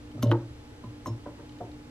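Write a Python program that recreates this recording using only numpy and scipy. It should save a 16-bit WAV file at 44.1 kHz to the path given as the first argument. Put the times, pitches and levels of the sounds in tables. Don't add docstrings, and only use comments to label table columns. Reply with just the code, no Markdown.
import sys
import numpy as np
from scipy import signal
from scipy.fft import rfft, irfft
from scipy.io import wavfile

SR = 44100
rng = np.random.default_rng(int(sys.argv[2]) if len(sys.argv) > 2 else 0)


def master(y):
    cut = np.clip(np.atleast_2d(y).T, -1, 1)
    pcm = np.round(cut * 32767)
    wavfile.write(sys.argv[1], SR, pcm.astype(np.int16))


N = 83790


def undb(db):
    return 10 ** (np.asarray(db) / 20)


def unit(x):
    return x / np.sqrt(np.mean(x ** 2))


def band(x, hz, width_hz):
    b, a = signal.iirpeak(hz, hz / width_hz, fs=SR)
    return signal.lfilter(b, a, x)


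def decay(t, t60_s):
    return 1000. ** (-t / t60_s)


def ring(hz, t60_s, size=SR // 2):
    t = np.arange(size) / SR
    return np.sin(2 * np.pi * hz * t) * decay(t, t60_s)


def rise(x, tau_s):
    return x * (1 - np.exp(-np.arange(len(x)) / (tau_s * SR)))


def add(out, start_s, sound):
    i = int(start_s * SR)
    out[i:i + len(sound)] += sound[:len(out) - i]


def curve(table):
    hz, db = np.array(table, float).T
    bins_hz = np.fft.rfftfreq(N, 1 / SR)
    return undb(np.interp(np.log(bins_hz + 1), np.log(hz), db))


# frequency in Hz, relative density in dB per Hz.
AIR_SPECTRUM = [(15, -19), (25, -11), (119, -2), (204, -18.5), (297, -9.5), (331, -15), (457, -15.5),
                (509, -19.5), (848, -24.5), (2770, -31.5), (8000, -41.5), (11500, -48), (13000, -52),
                (15500, -57)]
# frequency in Hz, side minus mid in dB.
AIR_WIDTH = [(60, -70), (110, -24), (200, -7.5), (380, -6), (700, -2.5), (1290, -0.5), (2380, 0.5),
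             (4400, 1.5), (8120, -1), (15000, 1)]
# frequency in Hz, rms level in dB, width of the wavering in Hz.
HUM_LINES = [(63.9, -56.5, 12), (242.7, -57, 5.9), (260.6, -67, 17), (297.6, -50.5, 2.7), (462, -64.5, 16),
             (483.5, -66, 13), (843, -66.5, 15)]
AIR_MID_RMS_DB = -49
AIR_LAG_SHARE = 0.59


def air():
    mid_bins = rfft(rng.standard_normal(N)) * curve(AIR_SPECTRUM)
    own_side_bins = rfft(rng.standard_normal(N)) * curve(AIR_SPECTRUM)
    side_bins = (own_side_bins - 1j * AIR_LAG_SHARE * mid_bins) * curve(AIR_WIDTH)
    mid = irfft(mid_bins, N)
    scale = undb(AIR_MID_RMS_DB) / np.std(mid)
    mid = mid * scale
    side = irfft(side_bins, N) * scale
    t = np.arange(N) / SR
    for hz, rms_db, width_hz in HUM_LINES:
        steady = np.sin(2 * np.pi * hz * t)
        waver = unit(band(rng.standard_normal(N), hz, width_hz))
        mid = mid + undb(rms_db) * unit(steady + 0.46 * waver)
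    return np.array([mid + side, mid - side])


# start in seconds, body level in dB, spring level in dB, top level in dB, decay constant in ms.
CLICK_EVENTS = [(.115, -40.5, -70, -63, 2.2), (.2225, -41, -43, -50, 2.2), (0.224, -26, -30.5, -32, 2.1),
                (.2277, -14.5, -26, -25.5, 1.6), (.2325, -26, -23, -28.5, 1.3),
                (0.238, -34.5, -35, -49, 11), (.258, -35, -50, -64, 4), (.269, -39, -55, -69, 11),
                (0.294, -41, -60, -70, 6.5), (0.3097, -42, -39, -64, 4.5), (0.3108, -29, -54, -60, 1.9),
                (.3152, -26, -28, -48, 0.51), (0.32, -30.5, -58, -67, 7.1), (.842, -43, -58, -70, 2.6),
                (1.053, -53, -41, -66, 2.9), (1.0595, -42, -36, -44, 2.5), (1.07, -38, -64, -50.5, 9.5),
                (1.4932, -39, -50, -77, 3.1), (1.521, -43, -62, -70, 2.2), (1.586, -43.5, -60, -70, 6),
                (1.717, -42.5, -59, -70, 2.4)]
# frequency in Hz, width in Hz of the first of two passes, gain in dB.
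BODY_MODES = [(1500, 550, -15), (2090, 730, -5), (3075, 260, 3.5), (3647, 860, 0.5), (4400, 2000, -21)]
SPRING_MODES = [(4920, 320, -7), (6090, 610, 1), (8700, 2800, -8)]
TOP_MODES = [(12000, 2000, -17), (11840, 1620, 5), (14200, 1200, -4)]


def clicks():
    drives = np.zeros((3, N))
    noise = rng.standard_normal((len(CLICK_EVENTS), 2000))
    for (start_s, *levels_db, decay_ms), grain in zip(CLICK_EVENTS, noise):
        burst = grain * np.exp(-np.arange(len(grain)) / (decay_ms * SR / 1000))
        burst = burst * np.sqrt(decay_ms * SR / 2000 / np.sum(burst ** 2))
        for drive, db in zip(drives, levels_db):
            add(drive, start_s, undb(db) * burst)
    out = np.zeros(N)
    for drive, modes in zip(drives, (BODY_MODES, SPRING_MODES, TOP_MODES)):
        for hz, width_hz, db in modes:
            out += undb(db) * band(band(drive, hz, width_hz), hz, 2 * width_hz)
    return out


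# start in seconds, basin level in dB, panel level in dB, contact in ms, hollow note in Hz,
# hollow level in dB, hollow t60 in seconds, grit level in dB.
KNOCK_EVENTS = [(.148, -37.5, -33, 1.84, 537, -46, 0.056, -50),
                (.178, -46, -25.5, 0.66, 550, -39, 0.12, -53),
                (.192, -73, -27, 0.33, 1254, -43.5, 0.04, -68),
                (0.2263, -37, -21, 0.38, 1063, -28.5, 0.053, -46),
                (.2305, -39.5, -33, 1.05, 593, -23.5, 0.048, -47),
                (0.234, -34, -47, 0.98, 234.7, -16.5, 0.072, -35),
                (0.261, -32, -20, 2.3, 577, -12.5, 0.045, -40),
                (0.279, -36.5, -39, 1.87, 576, -46, .08, -44), (0.297, -33, -36, 1.4, 581, -22, 0.067, -35),
                (0.3153, -26, -23, 0.24, 960, -24, 0.058, -28.5),
                (.3175, -34.5, -31, 0.68, 339.3, -20, 0.25, -19),
                (.330, -58, -20.5, 0.93, 870, -23, 0.065, -51),
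                (.345, -35, -61, 0.57, 1264, -39, 0.053, -40),
                (0.838, -50.5, -39, 0.93, 1010, -34, 0.053, -42.5),
                (0.844, -56, -47.5, 0.62, 204, -29, 0.031, -57),
                (1.0587, -40, -30.5, 0.33, 1044, -25.5, 0.056, -37),
                (1.070, -35.5, -37.5, 0.9, 285, -29, 0.022, -43),
                (1.080, -43.5, -26, 0.64, 1150, -49, .1, -46),
                (1.257, -57, -55, 0.74, 978, -37, .05, -38.5),
                (1.262, -41, -48, 0.94, 550, -30.5, .06, -34),
                (1.268, -43.5, -68, 0.42, 1373, -43, 0.037, -57),
                (1.288, -49.5, -65, 0.76, 577, -49, .06, -44.5),
                (1.384, -54, -59, 0.21, 920, -60, 0.055, -51),
                (1.396, -48.5, -48, 0.59, 1000, -48, 0.041, -44.5),
                (1.604, -52, -45, 0.61, 542, -33, 0.09, -42),
                (1.609, -36, -36, 0.7, 703, -24, 0.039, -44.5)]
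# frequency in Hz, level in dB, t60 in seconds.
BASIN_MODES = [(176, -9, 0.34), (236, -3.5, 0.23), (244.4, -2, 0.15), (296, 0.5, 0.19), (338.7, -7.5, 0.31),
               (378, -11.5, 0.21), (464, -6, 0.15), (553, -8.5, 0.21), (601.7, -1, 0.062), (762, -6, 0.053),
               (916, -11.5, 0.21), (1026, -25, 0.14), (1140, -8, 0.062), (1400, -16.5, 0.029),
               (1580, -43, 0.11), (1940, -9, 0.076)]
PANEL_HZ, PANEL_SPLIT_HZ, PANEL_T60_S = 114.56, 9.36, 0.38
HOLLOW_SPLIT_HZ = 10.3
GRIT_HZ, GRIT_WIDTH_HZ, GRIT_T60_S = 1150, 1000, 0.044
KNOCK_RISE_S = 0.001


def panel_swell():
    upper = ring(PANEL_HZ + PANEL_SPLIT_HZ / 2, PANEL_T60_S)
    lower = ring(PANEL_HZ - PANEL_SPLIT_HZ / 2, PANEL_T60_S)
    return upper - lower


def basin_ring(spot):
    out = 0
    for k, (hz, db, t60_s) in enumerate(BASIN_MODES):
        mode = ring(hz * (1 + 0.012 * spot[k, 1]), t60_s)
        out = out + (-1) ** k * undb(db + 2.2 * spot[k, 0]) * mode
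    return out


def knocks():
    out = np.zeros(N)
    spots = rng.standard_normal((len(KNOCK_EVENTS), len(BASIN_MODES), 2))
    panel = panel_swell()
    t = np.arange(len(panel)) / SR
    noise = rng.standard_normal((len(KNOCK_EVENTS), len(t)))
    grits = unit(band(noise, GRIT_HZ, GRIT_WIDTH_HZ)) * decay(t, GRIT_T60_S)
    for row, spot, grit in zip(KNOCK_EVENTS, spots, grits):
        start_s, basin_db, panel_db, contact_ms, hollow_hz, hollow_db, hollow_t60_s, grit_db = row
        push = np.hanning(int(contact_ms * SR / 1000) + 3)
        hollow = ring(hollow_hz, hollow_t60_s) * np.cos(np.pi * HOLLOW_SPLIT_HZ * t)
        hit = undb(basin_db) * basin_ring(spot) + undb(hollow_db) * hollow + undb(grit_db) * grit
        pushed = signal.fftconvolve(hit, push / push.sum())[:len(t)]
        add(out, start_s, rise(pushed, KNOCK_RISE_S) + undb(panel_db) * panel)
    return out


# start in seconds, level in dB, frequency in Hz, t60 in seconds.
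CRACK_EVENTS = [(.3154, -15, 1250, .008), (.3155, -24, 3100, .010), (.2262, -30, 1350, .02)]


def cracks():
    out = np.zeros(N)
    for start_s, db, hz, t60_s in CRACK_EVENTS:
        add(out, start_s, undb(db) * ring(hz, t60_s))
    return out


# start in seconds, level in dB.
PING_EVENTS = [(.229, -48), (1.0668, -40), (1.0745, -60), (1.086, -48)]
# frequency in Hz, level in dB, t60 in seconds.
GLASS_MODES = [(3025, -22, .05), (4081, -12, .07), (5380, -5, .17), (6050, -12, .05), (6573, 0, .045),
               (7682, -12, .06), (8947, -16, .05)]
PING_RISE_S = 0.0022


def pings():
    out = np.zeros(N)
    glass = sum(undb(db) * ring(hz, t60_s) for hz, db, t60_s in GLASS_MODES)
    for start_s, db in PING_EVENTS:
        add(out, start_s, undb(db) * rise(glass, PING_RISE_S))
    return out


def ports(x, lag_us, pan_db):
    hz = np.fft.rfftfreq(N, 1 / SR)
    late = irfft(rfft(x) * np.exp(-2j * np.pi * hz * lag_us * 1e-6), N)
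    return np.array([x * undb(pan_db / 2), late * undb(-pan_db / 2)])


def cut(x, hz, kind):
    return signal.sosfilt(signal.butter(2, hz, kind, fs=SR, output="sos"), x)


def tail(noise, t, t60_s):
    return noise * decay(t, t60_s) * np.sqrt(2 * np.log(1000) / (t60_s * SR))


ROOM_DB, ROOM_T60_S = -3, 0.27
SHEEN_DB, SHEEN_T60_S = -14, 0.079
ROOM_SPLIT_HZ = 1090


def room(dry):
    t = np.arange(SR // 2) / SR
    noise = rng.standard_normal((3, len(t))) * (t > .003)
    dark = undb(ROOM_DB) * cut(tail(noise[0], t, ROOM_T60_S), ROOM_SPLIT_HZ, "low")
    sheen = undb(SHEEN_DB) * cut(tail(noise[1:], t, SHEEN_T60_S), ROOM_SPLIT_HZ, "high")
    sent = cut(dry, 227, "high")
    return signal.fftconvolve(sent[None], dark + sheen)[:, :N]


def scene():
    low = knocks() + cracks()
    high = clicks() + pings()
    direct = ports(low, lag_us=70, pan_db=0) + ports(high, lag_us=24, pan_db=1.8)
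    return direct + room(low + high) + air()


def record(dry):
    return signal.sosfilt(signal.ellip(10, .2, 80, 15400, fs=SR, output="sos"), dry)


dry = scene()
out = record(dry)
master(out)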